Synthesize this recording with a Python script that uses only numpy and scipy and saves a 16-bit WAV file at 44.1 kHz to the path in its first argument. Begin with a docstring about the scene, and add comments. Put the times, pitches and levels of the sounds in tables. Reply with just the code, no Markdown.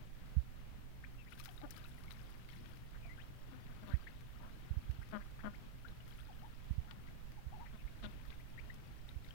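"""Peeps, soft coos and short low quacks of a young duck bathing in a shallow plastic pool on a lawn.
Peeps and coos are whistled tones; quacks are pulses and rasp ringing the throat.
Feet, bill and body slap, slosh and spray water, once with a rough plop; drops ring as bubbles.
Quiet outdoor air and a far hum lie under it.
The open left microphone port hears the scene; the muffled right one mostly rumbles and takes the hand's bumps."""
import sys
import numpy as np
from scipy import signal
from scipy.fft import rfft, irfft, next_fast_len
from scipy.io import wavfile
from scipy.ndimage import map_coordinates

SR = 44100
rng = np.random.default_rng(int(sys.argv[2]) if len(sys.argv) > 2 else 0)


def digitize_waveform(pressure):
    """Quantize a signal to 16-bit integers and store it at the path in sys.argv[1].

    Rows of a 2-D input are taken as channels; values are limited to [-1, 1].
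    """
    field = np.atleast_2d(pressure).T
    bounded = np.clip(field, -1, 1)
    quanta = np.round(bounded * 32767).astype(np.int16)
    wavfile.write(sys.argv[1], SR, quanta)


N = 411889

# spectrum of water struck by foot, bill or drop: (frequency [Hz], gain [dB])
SMACK_SPECTRUM = [(300, -32), (1200, 1), (2200, 1.5), (4000, 0), (6000, -20), (12000, -36)]
# spectrum of fine spray: (frequency [Hz], gain [dB])
SPRAY_SPECTRUM = [(2000, -53), (5000, 5.5), (8000, -1.5), (10500, 1.5), (15500, 0.5)]
# strokes of foot or body: (time [s], time to die away [s], relative slosh level [dB], relative spray level [dB])
STROKE_EVENTS = [(1.315, 0.11, -71, -69), (1.388, 0.23, -65, -68), (1.445, 0.12, -81, -72),
                 (1.51, .3, -87, -72), (1.712, 0.22, -66.5, -73), (1.775, 0.052, -74, -70),
                 (1.845, 0.49, -82, -71.5), (2.11, 0.79, -75, -77), (2.495, 0.25, -66.5, -73),
                 (2.66, .3, -76, -81), (3.875, 0.28, -67, -74), (6.09, .3, -83, -76),
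                 (6.19, 0.12, -78, -82), (8.26, .25, -74, -78), (9.085, 0.066, -71, -73),
                 (9.25, 0.22, -73, -75)]


def amp(db):
    """Decibels to gain."""
    return 10 ** (np.asarray(db) / 20)


def unit(x):
    """Scale to rms 1."""
    return x / np.sqrt(np.mean(x ** 2) + 1e-20)


def seconds(length_s):
    """Sample times of a sound of this length."""
    return np.arange(int(length_s * SR)) / SR


def add(track, time_s, sound):
    """Mix a sound into a track at a time, cut at the track's end."""
    start = min(max(round(time_s * SR), 0), len(track))
    track[start:start + len(sound)] += sound[:len(track) - start]


def wobble(rate_hz, size=N):
    """A smooth random curve through rate_hz random knots a second."""
    knots = rng.standard_normal(int(size * rate_hz / SR) + 4)
    return map_coordinates(knots, [np.arange(size) * rate_hz / SR])


def colour(x, points):
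    """Causal minimum-phase filter with the gain of the (Hz, dB) points."""
    m = 2 * next_fast_len(len(x) // 2 + 4096)
    hz, db = np.transpose(points)
    gain = amp(np.interp(np.log(np.fft.rfftfreq(m, 1 / SR) + 1), np.log(hz), db))
    cepstrum = irfft(np.log(gain))[:m // 2]
    cepstrum[1:] *= 2  # fold to minimum phase
    return irfft(rfft(x, m) * np.exp(rfft(cepstrum, m)))[:len(x)]


def noise(points, size=N):
    """Coloured noise of rms 1."""
    return unit(colour(rng.standard_normal(size), points))


def resonate(x, hz, width_hz):
    """One resonance."""
    return signal.lfilter(*signal.iirpeak(hz, hz / width_hz, SR), x)


def bubble(hz, cycles, rise=0.041, attack_s=0.00036):
    """A trapped air bubble rings, its pitch rising at first as it nears the surface; cycles sets its decay."""
    t = seconds(min(.04, 7 * cycles / hz))
    age = t * hz / cycles  # in decay times
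    ring = np.sin(2 * np.pi * hz * t * (1 + rise * np.minimum(age, 3) / 4))
    return ring * np.exp(-age) * (1 - np.exp(-t / attack_s))


def burst(points, t60_s, snap):
    """A sharp first contact and a fast-dying splatter, coloured; peak 1."""
    t = seconds(.05)
    hit = rng.standard_normal(len(t)) * amp(-60 * t / t60_s)
    hit[0] += snap
    hit = colour(hit, points)
    return hit / np.abs(hit).max()


def whistle(pitch_hz, rasp, waver=0.027, overtone_db=-22, flutter_db=2, flutter_hz=198, rasp_hz=1100):
    """One thin whistled note of rms 1 along a pitch curve; rasp 0-1 smears it into narrow noise."""
    size = len(pitch_hz)
    phase = 2 * np.pi * np.cumsum(pitch_hz * (1 + waver * wobble(500, size))) / SR
    clean = np.sin(phase) + amp(overtone_db) * np.sin(2 * phase)
    rough = wobble(rasp_hz, size) * np.sin(phase) + wobble(rasp_hz, size) * np.cos(phase)
    share = np.clip(rasp, 0, 1)
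    swell = np.sqrt(np.sin(np.pi * (np.arange(size) / size) ** 0.65))
    flutter = amp(flutter_db * wobble(flutter_hz, size))
    return unit(swell * flutter * (np.sqrt(1 - share) * unit(clean) + np.sqrt(share) * unit(rough)))


def air(air_db=-55, hum_db=-58, hum_hz=124):
    """Quiet outdoor air, its level wandering, with the wavering hum of a far machine."""
    # outdoor air spectrum: (frequency [Hz], relative density [dB])
    air_spectrum = [(20, -6.5), (50, -18), (90, 0.5), (128, 0.5), (160, -2.5), (250, -7), (400, -16.5),
                    (800, -19.5), (1500, -21.5), (3000, -25.5), (5000, -37), (7500, -45), (15000, -55.5)]
    hum_phase = 2 * np.pi * np.cumsum(hum_hz + 3 * wobble(12)) / SR
    hum = np.sin(hum_phase) * amp(1.14 * wobble(5.4))
    wander_db = .7 * wobble(2.25) + 1.3 * wobble(9)
    return amp(air_db + wander_db) * noise(air_spectrum) + amp(hum_db) * unit(hum)


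def rumble(level_db=-49.5, wander_db=1.33):
    """Low-heavy noise of the muffled port, its level wandering."""
    # muffled port spectrum: (frequency [Hz], relative density [dB])
    rumble_spectrum = [(15, 1), (50, 1.5), (90, -8), (125, -16), (170, -22), (400, -29.5), (800, -32),
                       (1500, -34.5), (3000, -38), (5000, -43), (9000, -52.5), (15000, -73.5)]
    return amp(level_db + wander_db * wobble(5.5)) * noise(rumble_spectrum)


def crackle(rate_hz, spread_db):
    """Tiny impacts of uneven size and random sign at random times."""
    sizes = amp(spread_db * np.minimum(rng.exponential(size=N), 3))
    return (rng.random(N) < rate_hz / SR) * rng.choice([-1, 1], N) * sizes


def froth(low_hz, high_hz, cycles, spread_db, count):
    """A steady swarm of bubbles of random pitch and size, rms 1."""
    out = np.zeros(N)
    for when, pitch, size in rng.random((count, 3)):
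        hz = low_hz * (high_hz / low_hz) ** pitch
        add(out, when * N / SR, amp(spread_db * size) * bubble(hz, cycles))
    return unit(out)


def stirring(rise_s=.014, fade_db=29.5):
    """Gains of slosh and of spray: every stroke swells quickly, then loses fade_db over its time to die away."""
    slosh, spray = np.zeros(N), np.zeros(N)
    for time_s, length_s, slosh_db, spray_db in STROKE_EVENTS:
        t = seconds(2 * length_s) - rise_s
        shape = np.minimum(1 + t / rise_s, amp(-fade_db * t / length_s))
        add(slosh, time_s - rise_s, amp(slosh_db) * shape)
        add(spray, time_s - rise_s, amp(spray_db) * shape)
    return slosh, spray


def churn(slosh_db=0, bubbles_db=4, mist_db=1, ticks_db=-2, lapping_db=-1):
    """Stirred water: crackling slosh with small bubbles, spray with ticking droplets, and lapping ripples."""
    # slosh spectrum: (frequency [Hz], gain [dB])
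    slosh_spectrum = [(120, -6), (300, -2.5), (900, -11.5), (1700, 2), (3500, 4.5), (5500, -10),
                      (9000, -29.5)]
    # ripples that keep lapping: (time [s], level before lapping_db [dB])
    ripple_curve = [(0.0, -69), (0.75, -73.5), (1.4, -68), (4.58, -67), (5.12, -64), (5.72, -69),
                    (6.19, -64.5), (7.46, -71), (7.75, -66), (9.34, -68.5)]
    slosh = amp(slosh_db) * unit(colour(crackle(1500, 1.8), slosh_spectrum))
    slosh += amp(bubbles_db) * froth(1188, 5450, 4.8, 18, count=3000)
    spray = amp(mist_db) * unit(colour(crackle(900, 2.5), SPRAY_SPECTRUM))
    spray += amp(ticks_db) * froth(8870, 16400, 4.8, 22, count=1600)
    slosh_gain, spray_gain = stirring()
    ripple_gain = amp(lapping_db + np.interp(np.arange(N) / SR, *np.transpose(ripple_curve)))
    ripples = ripple_gain * (unit(slosh) + amp(-10.0) * unit(spray))
    return slosh_gain * slosh + spray_gain * spray + ripples


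def bumps(ring_hz=62, damping=0.46, gain_db=2):
    """Each push of the hand squeezes the air at the port; the microphone's bass cut rings after it."""
    # hand pushes: (time [s], level before the bass cut and gain_db [dB], Gaussian width [s])
    bump_events = [(0.371, -20, 0.0016), (.386, -24.5, 0.0024), (3.9417, -20, 0.0017), (4.712, -26, 0.0018),
                   (4.773, -25.5, 0.0018), (4.899, -26, 0.0021), (4.992, -33.5, 0.0015),
                   (6.7108, -25.5, 0.0013), (6.7852, -25, 0.0017), (7.468, -32.5, 0.0022),
                   (7.855, -26.5, 0.0053), (8.288, -32.5, 0.0053), (9.166, -33, 0.0023)]
    push, t = np.zeros(N), seconds(.04) - .02
    for time_s, db, width_s in bump_events:
        add(push, time_s - width_s + t[0], amp(db) * np.exp(-.5 * (t / width_s) ** 2))
    w = 2 * np.pi * ring_hz
    bass_cut = signal.bilinear([1, 0, 0], [1, damping * w, w * w], SR)
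    return amp(gain_db) * signal.lfilter(*bass_cut, push)


def peeps_and_plop(scoop=1.42):
    """Whistled peeps glide through their middle pitch; the fully rasping one at 1.037 s is a rough plop of water."""
    # peeps and the plop: (time [s], length [s], middle pitch [Hz], glide [octaves], rms level [dB], rasp [0-1])
    note_events = [(1.037, 0.015, 1900, 0.4, -50.5, 1), (1.182, 0.05, 2640, -0.13, -61, .1),
                   (1.258, 0.042, 2170, .7, -62.5, 0.4), (1.32, .022, 2590, 1.1, -55.5, 0.3),
                   (2.944, .026, 1650, .7, -61, 0.4), (3.025, 0.091, 2335, -0.26, -62, .1),
                   (3.092, .052, 2040, .2, -56.5, 0), (3.177, .038, 1720, .45, -57.5, .1),
                   (3.196, .032, 2800, .7, -59, .3), (3.917, .045, 1770, 0.53, -56, 0.3),
                   (4.068, 0.019, 1994, 0.69, -49.5, 0.3), (4.397, 0.11, 1030, 0.45, -61, 0.64),
                   (5.014, 0.024, 1645, 0.9, -56.5, 0.64), (5.199, 0.032, 1755, 0.77, -57, 0.7),
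                   (5.388, 0.029, 1554, .9, -55.5, .6), (5.533, 0.03, 1980, 1.55, -59.5, .35),
                   (5.847, .026, 1542, 0.34, -52, 0.02), (6.873, 0.052, 1422, 0.17, -62.5, 0.4),
                   (7.072, .024, 2000, .26, -61, 0.3), (7.656, 0.025, 1945, 0.15, -57.5, .7),
                   (7.782, .047, 2670, .2, -65.5, .2), (7.875, 0.015, 2310, .5, -59, .2),
                   (8.317, .014, 1920, 0.93, -56.5, 0.3), (8.398, .017, 2230, 0.61, -61.5, 0),
                   (8.575, 0.028, 2080, 0.61, -50.5, 0.15), (8.699, 0.011, 1915, 0.23, -47.5, 0)]
    out = np.zeros(N)
    for time_s, length_s, hz, octaves, db, rasp in note_events:
        u = seconds(length_s) / length_s
        pitch_hz = hz * 2 ** (octaves * (u ** scoop - .5 ** scoop))  # starts level, then steepens
        add(out, time_s, amp(db) * whistle(pitch_hz, rasp))
    return out


def droplets(gain_db=12, spread_db=10, low_hz=1400, high_hz=5800, cycles=6, scatter=.45, count=14):
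    """Each stroke throws up small droplets; they patter back while it dies away."""
    out = np.zeros(N)
    for time_s, length_s, slosh_db, _ in STROKE_EVENTS:
        for when, pitch, size in rng.random((count, 3)):
            plink = bubble(low_hz * (high_hz / low_hz) ** pitch, cycles)
            gain = amp(slosh_db + gain_db - spread_db * size)
            add(out, time_s + scatter * length_s * when, gain * plink)
    return out


def drops(bubble_db=3, tick_db=-3, median_cycles=9):
    """Single larger drops tick on the surface and plink as bubbles."""
    # drops that trap a bubble: (time [s], level before bubble_db or tick_db [dB], bubble pitch [Hz])
    drop_events = [(1.3219, -48, 1430), (1.3914, -57, 3240), (1.3987, -48, 2430), (1.4254, -58, 1440),
                   (1.4571, -50, 1360), (1.4684, -59, 1960), (1.49, -44, 3160), (1.5778, -46, 3700),
                   (1.7274, -55, 4470), (1.764, -45.5, 4480), (1.7828, -54, 1480), (1.842, -49, 3780),
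                   (1.8474, -50, 1360), (1.8548, -48.5, 2560), (1.9814, -53, 1960), (2.0807, -49, 2150),
                   (2.1167, -42.5, 3810), (2.4892, -51, 2130), (2.5174, -57, 3300), (5.884, -49, 3930),
                   (6.0043, -51, 2850), (6.1095, -51, 3200), (6.1993, -52, 3240), (9.0902, -44.5, 3700),
                   (9.246, -50, 3670), (9.3074, -46, 3080)]
    out = np.zeros(N)
    log_lives = rng.normal(0, 0.2, len(drop_events))
    for (time_s, db, hz), log_life in zip(drop_events, log_lives):
        add(out, time_s, amp(db + bubble_db) * bubble(hz, median_cycles * np.exp(log_life)))
        add(out, time_s, amp(db + tick_db) * burst(SMACK_SPECTRUM, t60_s=0.02, snap=4))
    return out


def slaps(body_db=3, spray_db=10):
    """Foot and bill hit the water: a short smack and a burst of fine spray."""
    # slaps: (time [s], smack peak before body_db [dB], spray peak before spray_db [dB])
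    slap_events = [(1.3778, -58, -57), (1.3986, -41, -47), (1.4406, -56, -52), (1.449, -49, -46),
                   (1.4575, -40, -45), (1.514, -58, -61), (1.6166, -44, -72), (1.707, -55, -40.5),
                   (1.766, -46, -53), (1.7784, -59, -51), (2.0368, -51, -56.5), (2.108, -38, -56),
                   (2.1241, -52, -52), (2.3037, -62, -56), (2.4892, -48, -69), (2.6589, -46, -73),
                   (2.772, -51, -57), (3.6674, -46, -75), (4.2086, -49, -58), (4.912, -48, -55),
                   (5.089, -53, -56), (5.114, -48, -71), (6.0791, -51, -56), (6.9109, -37.5, -62),
                   (7.3196, -51, -59), (8.304, -43, -73), (8.7425, -62, -54.5)]
    out = np.zeros(N)
    for time_s, smack_db, fizz_db in slap_events:
        add(out, time_s, amp(smack_db + body_db) * burst(SMACK_SPECTRUM, t60_s=0.03, snap=11.5))
        add(out, time_s, amp(fizz_db + spray_db) * burst(SPRAY_SPECTRUM, t60_s=0.035, snap=6.9))
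    return out


def coos(fall_s=.03, fall_octaves=0.39, rasp=0.02):
    """Soft whistled coos follow one arch of pitch; the short ones sound only its falling end."""
    # coos: (time [s], length [s], top pitch of the arch [Hz], rms level [dB])
    coo_events = [(1.478, 0.023, 853, -55), (1.614, 0.059, 868, -55), (3.05, 0.013, 810, -58),
                  (6.286, 0.031, 860, -56.5), (6.423, 0.062, 915, -57), (6.83, 0.061, 856, -67),
                  (6.91, 0.0297, 914, -63), (7.375, 0.029, 876, -59), (7.522, 0.058, 863, -53.5),
                  (7.587, 0.065, 945, -54.5)]
    out = np.zeros(N)
    for time_s, length_s, top_hz, db in coo_events:
        past_top = (seconds(length_s) - length_s) / fall_s + 1
        pitch_hz = top_hz * 2 ** (-fall_octaves * past_top ** 2)
        add(out, time_s, amp(db) * whistle(pitch_hz, rasp))
    return out


def quacks(sag=.11, jitter=.012, onset_rasp=1.0, fundamental_db=-5):
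    """Each quack starts as a rasp and settles toward pulses that ring the throat; an open bill adds high resonance."""
    # quacks: (time [s], length [s], middle pitch [Hz], rms level [dB], hoarseness [0-1], bill re throat [dB])
    quack_events = [(1.629, 0.029, 296, -47, 0.2, -33), (3.51, 0.062, 257, -56.5, 0, -14),
                    (3.683, 0.052, 240, -59.5, 0.94, -22), (3.822, 0.031, 204.7, -52, 0.9, -23),
                    (3.863, 0.081, 194, -50.5, 0.52, -17), (4.41, .07, 235, -58.5, 0.64, -30),
                    (5.121, .056, 208.2, -40, 0.03, -28), (5.433, 0.054, 210.2, -40.5, 0.19, -31),
                    (7.722, 0.049, 219.3, -55.5, 0.4, -13.5), (8.024, 0.045, 211.6, -44.5, 0.47, -5)]
    # throat resonances: (frequency [Hz], width [Hz], level [dB])
    throat_modes = [(230, 92, 8.5), (594, 255, 5), (940, 190, -21), (1040, 78, 4.5), (1200, 130, 5.5),
                    (1420, 166, 7.5), (1660, 160, -14), (2110, 450, -18), (2980, 680, -3.5)]
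    # soft tissue dulls the voice: (frequency [Hz], gain [dB])
    tissue_curve = [(80, -4.5), (200, 0), (300, 9), (420, -1.5), (560, 0), (1600, -4.5), (2200, -10.5),
                    (3200, -14.5), (6000, -40)]
    out = np.zeros(N)
    for time_s, length_s, pitch_hz, db, hoarse, bill_db in quack_events:
        u = seconds(length_s) / length_s
        cycles = np.cumsum(pitch_hz * (1 + sag * (.5 - u) + jitter * wobble(200, len(u)))) / SR
        pulses = unit(np.diff(np.floor(cycles), prepend=0) * amp(wobble(178, len(u))))
        rasp = unit(rng.standard_normal(len(u)) * np.exp(-2.5 * (cycles % 1)))  # dies within each cycle
        share = np.clip(hoarse + onset_rasp * np.exp(-8 * u), 0, 1)
        source = np.sqrt(1 - share) * pulses + np.sqrt(share) * rasp
        source = source * np.sin(np.pi * u) ** 0.5
        source = np.pad(source, (0, SR // 100))  # room to ring on
        modes = sum(amp(level_db) * resonate(source, hz, width_hz) for hz, width_hz, level_db in throat_modes)
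        throat = colour(modes, tissue_curve)
        bill = resonate(resonate(source, 3580, 470), 2700, 960)
        fundamental = np.zeros(len(source))
        add(fundamental, 0, np.cos(2 * np.pi * cycles) * np.sin(np.pi * u))
        voice = unit(throat) + amp(bill_db) * unit(bill) + amp(fundamental_db) * unit(fundamental)
        add(out, time_s, amp(db) * unit(voice))
    return out


def yard(x, t60_s=0.15):
    """A faint, short answer from the pool wall and the yard: convolution with a decaying noise tail."""
    t = seconds(.3)
    tail = noise([(200, 13.0), (2000, 5), (12000, -14.0)], len(t))
    tail = tail * amp(-60 * t / t60_s) * (t > .003)
    return signal.fftconvolve(x, tail / np.linalg.norm(tail))[:N]


def scene():
    """The duck and its water reach the open left port; the right one mostly rumbles."""
    bath = churn() + peeps_and_plop() + droplets() + drops() + slaps() + coos() + quacks()
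    left = bath + amp(-18.5) * yard(bath) + air()
    right = amp(-60.0) * bath + amp(-34.5) * yard(bath) + rumble() + bumps()
    return np.array([left, right])


def record(dry, top_hz=15850):
    """Each channel adds its own hiss; nothing passes at or above top_hz."""
    # hiss spectrum: (frequency [Hz], relative density [dB])
    hiss_spectrum = [(1000, -7), (6000, -4.5), (10000, -5), (13000, -2.5), (15500, 1)]
    hiss = np.array([amp(-70.5) * noise(hiss_spectrum), amp(-71.5) * noise(hiss_spectrum)])
    passed = np.fft.rfftfreq(N, 1 / SR) < top_hz
    return irfft(rfft(dry + hiss) * passed, N)


dry = scene()
out = record(dry)
digitize_waveform(out)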